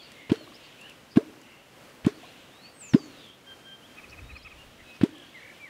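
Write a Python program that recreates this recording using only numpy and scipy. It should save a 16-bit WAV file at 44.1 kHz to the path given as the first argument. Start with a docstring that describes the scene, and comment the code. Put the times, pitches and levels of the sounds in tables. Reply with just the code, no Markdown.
"""A slap and a low, rising plop break in on faint birdsong: an angler strikes a lake five times with a
wooden clonk. Each stroke drags down an air pocket, which pinches off, throws a little spray and rings
as a bubble resonator, higher as it nears the surface. The reed bank scatters back a faint echo.
Distant birds whistle, trill and yelp over soft air and ripples, and one gust touches the microphone."""
import sys
import numpy as np
from scipy import signal
from scipy.fft import rfft, irfft, next_fast_len
from scipy.io import wavfile
from scipy.ndimage import map_coordinates

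SR = 44100
rng = np.random.default_rng(int(sys.argv[2]) if len(sys.argv) > 2 else 0)


def transcribe(signal):
    """Save signal, clipped to [-1, 1], as a 16-bit WAV file at the path in sys.argv[1]."""
    frames = np.atleast_2d(signal).T
    limited = np.clip(frames, -1, 1)
    pcm = np.round(limited * 32767).astype(np.int16)
    wavfile.write(sys.argv[1], SR, pcm)


N = 250929
TIME = np.arange(N) / SR

# strokes of the clonk: pinch-off t/s, time under water before it/s, plop level/dB, first f/Hz,
# last f/Hz, rise time/s, ring re plop/dB, slap level/dB, burst level/dB, spray level/dB, wood level/dB
STROKES = [(0.3170, 0.021, -5.5, 241, 447, 0.0069, -11.5, -30, -33.5, -40, -32),
           (1.1700, 0.011, -3, 223.5, 451, .01, -8, -31, -36, -47.5, -26.5),
           (2.0660, .0201, -6, 221, 420, 0.0081, -9, -33, -38, -41, -30.5),
           (2.944, .0091, -3, 220, 410, .0104, -7, -29, -39, -45.5, -28.5),
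           (5.0333, .0215, -3.2, 237, 414, 0.0082, -14.5, -32, -33.3, -44.5, -34)]
# spectra of the surface slap, the closing cavity and the spray: f/Hz, relative level/dB
SLAP_SPECTRUM = [(150, 13), (600, 0), (1200, -4), (2800, -3), (4300, -11), (6000, -24.5), (10000, -31),
                 (15500, -48)]
BURST_SPECTRUM = [(100, -25), (400, -6), (650, 0), (1000, 0), (1600, -2), (3100, -1), (4200, -7),
                  (5500, -14), (9000, -18), (15500, -25)]
SPRAY_SPECTRUM = [(300, -29), (700, -1.5), (1500, 0.5), (3500, -6), (6000, -11), (10000, -21.5),
                  (15500, -32)]
# the clonk's modes, damped by hand and water: f/Hz, relative level/dB, T60/s
WOOD_MODES = [(645, 3, .055), (1020, 3, .035), (1530, -4, .04)]
# air tearing into the pocket: t/s, level/dB
AIR_TEARS = [(0.314, -39), (2.0630, -20)]
# falling drops that trap a bubble: t/s, level/dB, f/Hz
BUBBLE_DROPS = [(0.408, -39, 577), (0.474, -40, 1080), (0.520, -40.5, 1110), (1.208, -34, 556),
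                (2.232, -38, 690), (2.243, -39.5, 1020), (2.986, -38, 1110)]
# droplets ticking on the surface: t/s, level/dB
DROPLET_TICKS = [(0.118, -39), (0.812, -39), (0.896, -40), (1.4144, -43), (2.8094, -45), (3.2614, -47),
                 (3.2842, -48), (5.182, -44)]

# slurred whistles: t/s, duration/s, start f/Hz, end f/Hz, level/dB, rasp (0-1)
SLURS = [(-0.03, 0.065, 3750, 3100, -52, .12), (0.782, .12, 2500, 3080, -49, .5),
         (2.498, 0.15, 3400, 4200, -61, .22), (2.616, .091, 4290, 4640, -54, 0.34),
         (3.82, .052, 2790, 3600, -56.5, .3), (4.21, .12, 3620, 3900, -62.5, .15),
         (4.575, .07, 2770, 2850, -53, 0.3), (4.834, 0.16, 2585, 2510, -55, .4),
         (5.07, 0.24, 1860, 1530, -63, .3), (5.341, 0.06, 2200, 1790, -47.5, .35),
         (5.598, 0.064, 2400, 2260, -45.5, 0.2), (5.641, .06, 2320, 1660, -48.5, .3)]
# whistles that rise and fall back: t/s, duration/s, top f/Hz, level/dB
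ARCHES = [(0.286, .205, 4380, -58.5), (0.328, .13, 3100, -59), (4.3, .14, 4230, -58.5)]
# quick upward flicks: t/s, level/dB, rasp (0-1)
FLICKS = [(0.533, -56, .7), (4.085, -56.5, 0.88), (4.355, -58, .1), (4.415, -60, .1), (4.94, -61, 1)]
# hoarse notes on one pitch: t/s, duration/s, f/Hz, level/dB
HOARSE_NOTES = [(-0.02, 0.13, 4500, -55), (0.135, 0.18, 2080, -55), (0.627, .05, 4500, -57.5),
                (0.826, .07, 1690, -58.5), (0.878, .052, 2650, -52.5), (1.105, 0.049, 4800, -57.5),
                (1.38, 0.3, 2760, -59.5), (1.436, .19, 2080, -62), (2.62, .09, 2620, -58),
                (2.821, 0.084, 2520, -50.5), (2.95, 0.15, 6450, -62), (4.779, .06, 1994, -56)]
# trills: t/s, duration/s, centre f/Hz, swing/Hz, beat rate/Hz, throb/dB, level/dB, rasp (0-1)
TRILLS = [(5.12, 0.2, 2900, 396, 43, 9, -60, 0.51), (5.394, .15, 1990, 316, 41, 3.5, -52.5, 0.38)]
# held calls: t/s, duration/s, level/dB
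HELD_CALLS = [(3.464, 0.081, -49.5), (3.635, .13, -51), (3.53, 0.51, -63.5)]
# double yelps: t/s, level/dB
YELPS = [(3.970, -47), (4.116, -48), (4.291, -47), (4.447, -47)]
# course of one long falling whistle: t/s, f/Hz, level/dB
FALLING_WHISTLE = [(2.72, 8420, -76), (2.81, 8170, -49.5), (2.83, 7320, -48), (2.875, 7090, -49),
                   (2.91, 5880, -52), (2.95, 5070, -56), (3.02, 4540, -55), (3.12, 4220, -62),
                   (3.28, 3200, -51.5)]
# swells of the far chorus: peak t/s, half width/s, level/dB
CHORUS_SWELLS = [(0.1, .3, -58), (0.68, .23, -56.5), (2.32, .18, -56.5), (3.2, .14, -60.5),
                 (5.25, .8, -60.5)]

# reverberation time of the reed bank: f/Hz, T60/s
REED_DECAY = [(100, 1), (330, 0.59), (1000, 0.29), (3000, 0.63), (7000, 0.6), (14000, 0.15)]
# colour of the echoes of water and song: f/Hz, gain/dB
WATER_ECHO_COLOUR = [(100, -36), (220, -42), (340, -26), (550, -22.5), (1500, -33), (8000, -33)]
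SONG_ECHO_COLOUR = [(1500, -14), (4000, -15), (7000, -14)]
# puffs of one gust on the microphone: peak t/s, level/dB
GUST_PUFFS = [(4.238, -44), (4.336, -48), (4.46, -55), (4.58, -55), (4.68, -52), (4.83, -56.5)]
# spectra of air and ripples, the far chorus and the gust: f/Hz, relative level/dB
AIR_SPECTRUM = [(15, -61), (25, -17), (133, -1), (193, -2.5), (253, 1), (410, -4.5), (523, -2), (919, -8.5),
                (1080, -7.5), (1800, -9.5), (2850, -11), (3090, -11.5), (3440, -15), (4750, -17),
                (15500, -28.5)]
CHORUS_SPECTRUM = [(1200, -11.5), (2000, -4.5), (2800, 4), (3600, 0.5), (5000, -18), (7000, -15.5),
                   (12000, -41)]
GUST_SPECTRUM = [(20, -12), (40, -7), (65, 2), (110, -6), (170, -18), (400, -50), (1000, -88)]


def amp(db):
    """Amplitude ratio of a level in decibels."""
    return 10 ** (np.asarray(db) / 20)


def unit_rms(x):
    """Normalisation to rms 1."""
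    return x / np.sqrt(np.mean(x ** 2) + 1e-20)


def at_frequency(points, hz):
    """Interpolation of (f/Hz, value) points on a logarithmic frequency axis."""
    freqs, values = np.transpose(points)
    return np.interp(np.log(hz + 1), np.log(freqs + 1), values)


def wobble(rate_hz, size=N):
    """Smooth random modulation: a spline through rate_hz Gaussian values a second."""
    knots = rng.standard_normal(int(size * rate_hz / SR) + 4)
    return map_coordinates(knots, [np.arange(size) * rate_hz / SR])


def filtered(x, response):
    """Zero-phase filtering: the spectrum is multiplied by response(f)."""
    size = next_fast_len(len(x) + SR // 4)
    return irfft(rfft(x, size) * response(np.fft.rfftfreq(size, 1 / SR)), size)[:len(x)]


def noise(spectrum, size=N):
    """Spectral shaping of white noise, at rms 1."""
    return unit_rms(filtered(rng.standard_normal(size), lambda hz: amp(at_frequency(spectrum, hz))))


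def add(track, start, sound):
    """Superposition of a sound on the track from start/s."""
    at = round(start * SR) + np.arange(len(sound))
    inside = (at >= 0) & (at < N)
    track[at[inside]] += sound[inside]


def sine(hz):
    """A sinusoid whose phase is the integral of its frequency."""
    return np.sin(2 * np.pi * np.cumsum(hz) / SR)


def decay(t, attack, t60):
    """Exponential damping after a quick rise; times in seconds."""
    return (1 - np.exp(-t / attack)) * amp(-60 * t / t60)


def plops():
    """Bubble resonance: the pinched-off pocket throbs, then rings higher as it nears the surface."""
    out, t = np.zeros(N), np.arange(SR // 5) / SR
    for start, _, db, first_hz, last_hz, rise_s, ring_db, *_ in STROKES:
        age = t / rise_s  # a deeper pocket throbs longer and rises later
        hz = first_hz + (last_hz - first_hz) * age ** 4 / (1 + age ** 4)
        throb = .74 * np.exp(-((age - .47) / .37) ** 2) * (1 - np.exp(-t / .0003))
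        # the pocket changes shape as it rises, so its ring is uneven
        ring = 2.7 * amp(ring_db + 2.74 * wobble(248, len(t))) * decay(t, attack=.0085, t60=.058)
        add(out, start, amp(db) * (throb + ring) * sine(hz))
    return out


def splashes(push_db=-26.5, push_hz=190, cavity_hz=80):
    """Water entry: the head slaps open a cavity, whose collapse throws spray and excites the wood."""
    out, t = np.zeros(N), np.arange(SR // 4) / SR

    def grainy(spectrum):
        """Random amplitude modulation breaks noise into grains."""
        return unit_rms(noise(spectrum, len(t)) * amp(2.2 * wobble(700, len(t))))

    for pinch, under_s, *_, slap_db, burst_db, spray_db, wood_db in STROKES:
        entry = pinch - under_s
        add(out, entry, 1.8 * amp(slap_db) * decay(t, attack=.0007, t60=.075) * grainy(SLAP_SPECTRUM))
        # water is pushed aside: the cavity sinks in pitch as it deepens and is silent once closed
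        cavity = sine(cavity_hz + (push_hz - cavity_hz) * np.exp(-t / .0057))
        still_open = np.clip((under_s + .0066 - t) / .012, 0, 1)
        add(out, entry, amp(push_db) * still_open * decay(t, attack=.0006, t60=.12) * cavity)
        add(out, pinch, 1.8 * amp(burst_db) * decay(t, attack=.0016, t60=.033) * grainy(BURST_SPECTRUM))
        add(out, pinch, 1.27 * amp(spray_db) * decay(t, attack=.0076, t60=.2) * grainy(SPRAY_SPECTRUM))
        for hz, db, t60 in WOOD_MODES:
            loaded_hz = hz * (1 + .054 * wobble(158, len(t)))  # clinging water detunes the wood
            mode = decay(t, attack=.0015, t60=t60) * sine(loaded_hz)
            add(out, pinch, amp(wood_db + db + rng.normal(0, 1)) * mode)
    for start, db in AIR_TEARS:
        inrush = noise([(500, 17), (4000, 9), (9000, 1), (15500, -16)], len(t))
        add(out, start, .73 * amp(db) * decay(t, attack=.0013, t60=.013) * inrush)
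    return out


def drops(t60_cycles=34):
    """Air entrainment: some falling drops trap a ringing bubble, others only tick on impact."""
    out, t = np.zeros(N), np.arange(SR // 8) / SR

    def bubble(hz):
        """A damped resonance of rising pitch; smaller, higher bubbles die sooner."""
        rising_hz = hz * (1 + .23 * t * hz / t60_cycles)
        return decay(t, attack=.0013, t60=t60_cycles / hz) * sine(rising_hz)

    for start, db, hz in BUBBLE_DROPS:
        add(out, start, amp(db) * bubble(hz))
    for pinch, *_ in STROKES:  # every stroke leaves a short scatter of tiny bubbles
        for late, small, loud in rng.random(size=(24, 3)):
            start = pinch + .013 + .3 * late ** 2
            add(out, start, amp(-47 + 10 * loud - 16 * late) * bubble(450 * 8 ** small))
    for start, db in DROPLET_TICKS:
        impact = noise([(800, -6), (4000, 0), (8000, -3), (15000, -14)], len(t))
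        add(out, start, .6 * amp(db) * decay(t, attack=.0006, t60=.02) * impact)
    return out


def syrinx(hz, rasp, partials_db, buzz_hz=85):
    """A bird's harmonic tone; rasp modulates frequency and amplitude, adding rough sidebands."""
    size = len(hz)
    buzz = sine(buzz_hz * (1 + .145 * wobble(40, size)))
    jitter = .004 * wobble(250, size)
    roughness = rasp ** 2 * (.07 * buzz + .1 * wobble(1100, size))
    hz = hz * (1 + jitter + roughness)
    flutter = amp(2 * wobble(70, size) + rasp * (6 * buzz - 2))
    return flutter * np.sqrt(2) * sum(amp(db) * sine(k * hz) for k, db in enumerate(partials_db, 1))


def note(duration, pitches_hz, rasp, partials_db=(0, -30)):
    """A swelling, fading tone whose frequency contour holds one pitch or passes through two or three."""
    progress = np.linspace(0, 1, max(int(duration * SR), 64))
    contour = np.polyfit(np.linspace(0, 1, len(pitches_hz)), pitches_hz, len(pitches_hz) - 1)
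    swell = np.abs(np.sin(np.pi * progress)) ** .55
    return swell * syrinx(np.polyval(contour, progress), rasp, partials_db)


def songbirds(arch_bend_hz_per_s2=110000):
    """Frequency modulation shapes slurs, arches, flicks, hoarse notes and trills from the shore."""
    out = np.zeros(N)
    for start, duration, start_hz, end_hz, db, rasp in SLURS:
        add(out, start, amp(db) * note(duration, [start_hz, end_hz], rasp))
    for start, duration, top_hz, db in ARCHES:
        foot_hz = top_hz - arch_bend_hz_per_s2 * (duration / 2) ** 2
        add(out, start, amp(db) * note(duration, [foot_hz, top_hz, foot_hz], rasp=.3))
    for start, db, rasp in FLICKS:
        add(out, start, amp(db) * note(duration=.038, pitches_hz=[4050, 4910, 5550], rasp=rasp))
    for start, duration, hz, db in HOARSE_NOTES:
        add(out, start, amp(db) * note(duration, [hz], rasp=.764))
    for start, duration, hz, swing_hz, beat_hz, throb_db, db, rasp in TRILLS:
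        t = np.arange(int(duration * SR)) / SR
        beat = -np.cos(2 * np.pi * beat_hz * t)  # loudest at the top of each swing
        swell = np.sqrt(np.abs(np.sin(np.pi * t / duration)))
        tone = syrinx(hz + swing_hz * beat, rasp, partials_db=[0])
        add(out, start, amp(db + 2 + throb_db * beat) * swell * tone)
    return out


def harmonic_calls(held_hz=1584, yelp_hz=(1205, 1268, 1020), second_yelp_delay_s=.059):
    """A bird holds one pitch, then yelps in pairs; the second harmonic dominates both calls."""
    out = np.zeros(N)
    for start, duration, db in HELD_CALLS:
        add(out, start, amp(db) * note(duration, [held_hz], rasp=.16, partials_db=[-7, 1, -28]))

    def yelp(duration):
        """A harmonic series with a hoarse partial halfway between its first two members."""
        harmonics = note(duration, yelp_hz, rasp=.45, partials_db=[-10, .5, -24])
        halfway = note(duration, np.multiply(yelp_hz, 1.5), rasp=.97, partials_db=[0])
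        return harmonics + amp(-12) * halfway

    for start, db in YELPS:
        add(out, start, amp(db) * yelp(duration=.0364))
        add(out, start + second_yelp_delay_s, amp(db - 1) * yelp(duration=.029))
    return out


def falling_whistle(fray_start_s=3.07, fray_s=.09, release_s=.09):
    """A long downward frequency sweep frays into a buzz as its modulation deepens."""
    times, pitches_hz, levels_db = np.transpose(FALLING_WHISTLE)
    hz = np.interp(TIME, times, pitches_hz)
    db = np.interp(TIME, times, levels_db)
    rasp = .12 + .55 * np.clip((TIME - fray_start_s) / fray_s, 0, 1)
    singing = (TIME > times[0]) * np.clip(1 - (TIME - times[-1]) / release_s, 0, 1)
    return singing * amp(db) * syrinx(hz, rasp, partials_db=[0, -28])


def twitter(count=20, low_hz=2600, high_hz=4700):
    """Faint chirps along the shore: a random process whose rate follows the chorus envelope."""
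    out, activity = np.zeros(N), np.cumsum(chorus_envelope())
    for k, (when, high, slope, loud) in enumerate(rng.random(size=(count, 4))):
        start = np.interp((k + when) / count, activity / activity[-1], TIME)
        hz = low_hz * (high_hz / low_hz) ** high
        slur = .099 * (2 * slope - 1)
        chirp = note(duration=.08, pitches_hz=[hz * (1 - slur), hz * (1 + slur)], rasp=.56)
        add(out, start, amp(-64 + 2.5 * (2 * loud - 1)) * chirp)
    return out


def reed_echo(x, colour, build_s):
    """Diffuse scattering: echoes from the reeds build up, then decay at a rate set by frequency."""
    hz, t, spectra = signal.stft(rng.standard_normal(SR), SR, nperseg=256)
    envelope = decay(t, attack=build_s, t60=at_frequency(REED_DECAY, hz)[:, None])
    tail = signal.istft(spectra * envelope, SR, nperseg=256)[1]
    echo = signal.fftconvolve(x, unit_rms(tail) / np.sqrt(len(tail)))[:N]
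    return filtered(echo, lambda f: amp(at_frequency(colour, f)))


def gust(rise_db_per_s=108, fall_db_per_s=200):
    """Turbulent pressure on the microphone: a low rumble that follows the strongest puff."""
    puffs_db = [db - np.maximum(rise_db_per_s * (peak - TIME), fall_db_per_s * (TIME - peak))
                for peak, db in GUST_PUFFS]
    return amp(np.max(puffs_db, axis=0) + 1.1 * wobble(20)) * noise(GUST_SPECTRUM)


def chorus_envelope(rest_db=-71.5):
    """Amplitude envelope of the far birds: Gaussian swells above a resting level."""
    swells = sum(amp(db) * np.exp(-((TIME - peak) / width) ** 2) for peak, width, db in CHORUS_SWELLS)
    return amp(rest_db) + swells


def far_chorus():
    """Incoherent summation: many far birds blur into a band of noise."""
    return chorus_envelope() * amp(1.5 * wobble(14)) * noise(CHORUS_SPECTRUM)


def air_and_ripples(db=-54):
    """Ambient noise of air and ripples: broadband, gently wavering in level."""
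    return amp(db + 1.15 * wobble(6.5)) * noise(AIR_SPECTRUM)


def scene(dipole_hz=50):
    """Superposition of near water sounds, far birds, their echoes and the quiet lake."""
    # dipole radiation: sources just under the surface give almost no deep bass
    water = filtered(plops() + splashes() + drops(), lambda hz: hz ** 4 / (hz ** 4 + dipole_hz ** 4))
    song = songbirds() + harmonic_calls() + falling_whistle() + twitter()
    water_echo = amp(-1.1) * reed_echo(water, WATER_ECHO_COLOUR, build_s=.094)
    song_echo = reed_echo(song, SONG_ECHO_COLOUR, build_s=.012)
    background = air_and_ripples() + far_chorus() + gust()
    return (water + water_echo + song + song_echo + background)[None]


def record(dry):
    """Band limiting: an ideal low-pass filter passes nothing above 15.7 kHz."""
    return filtered(dry[0], lambda hz: hz < 15700)[None]


dry = scene()
out = record(dry)
transcribe(out)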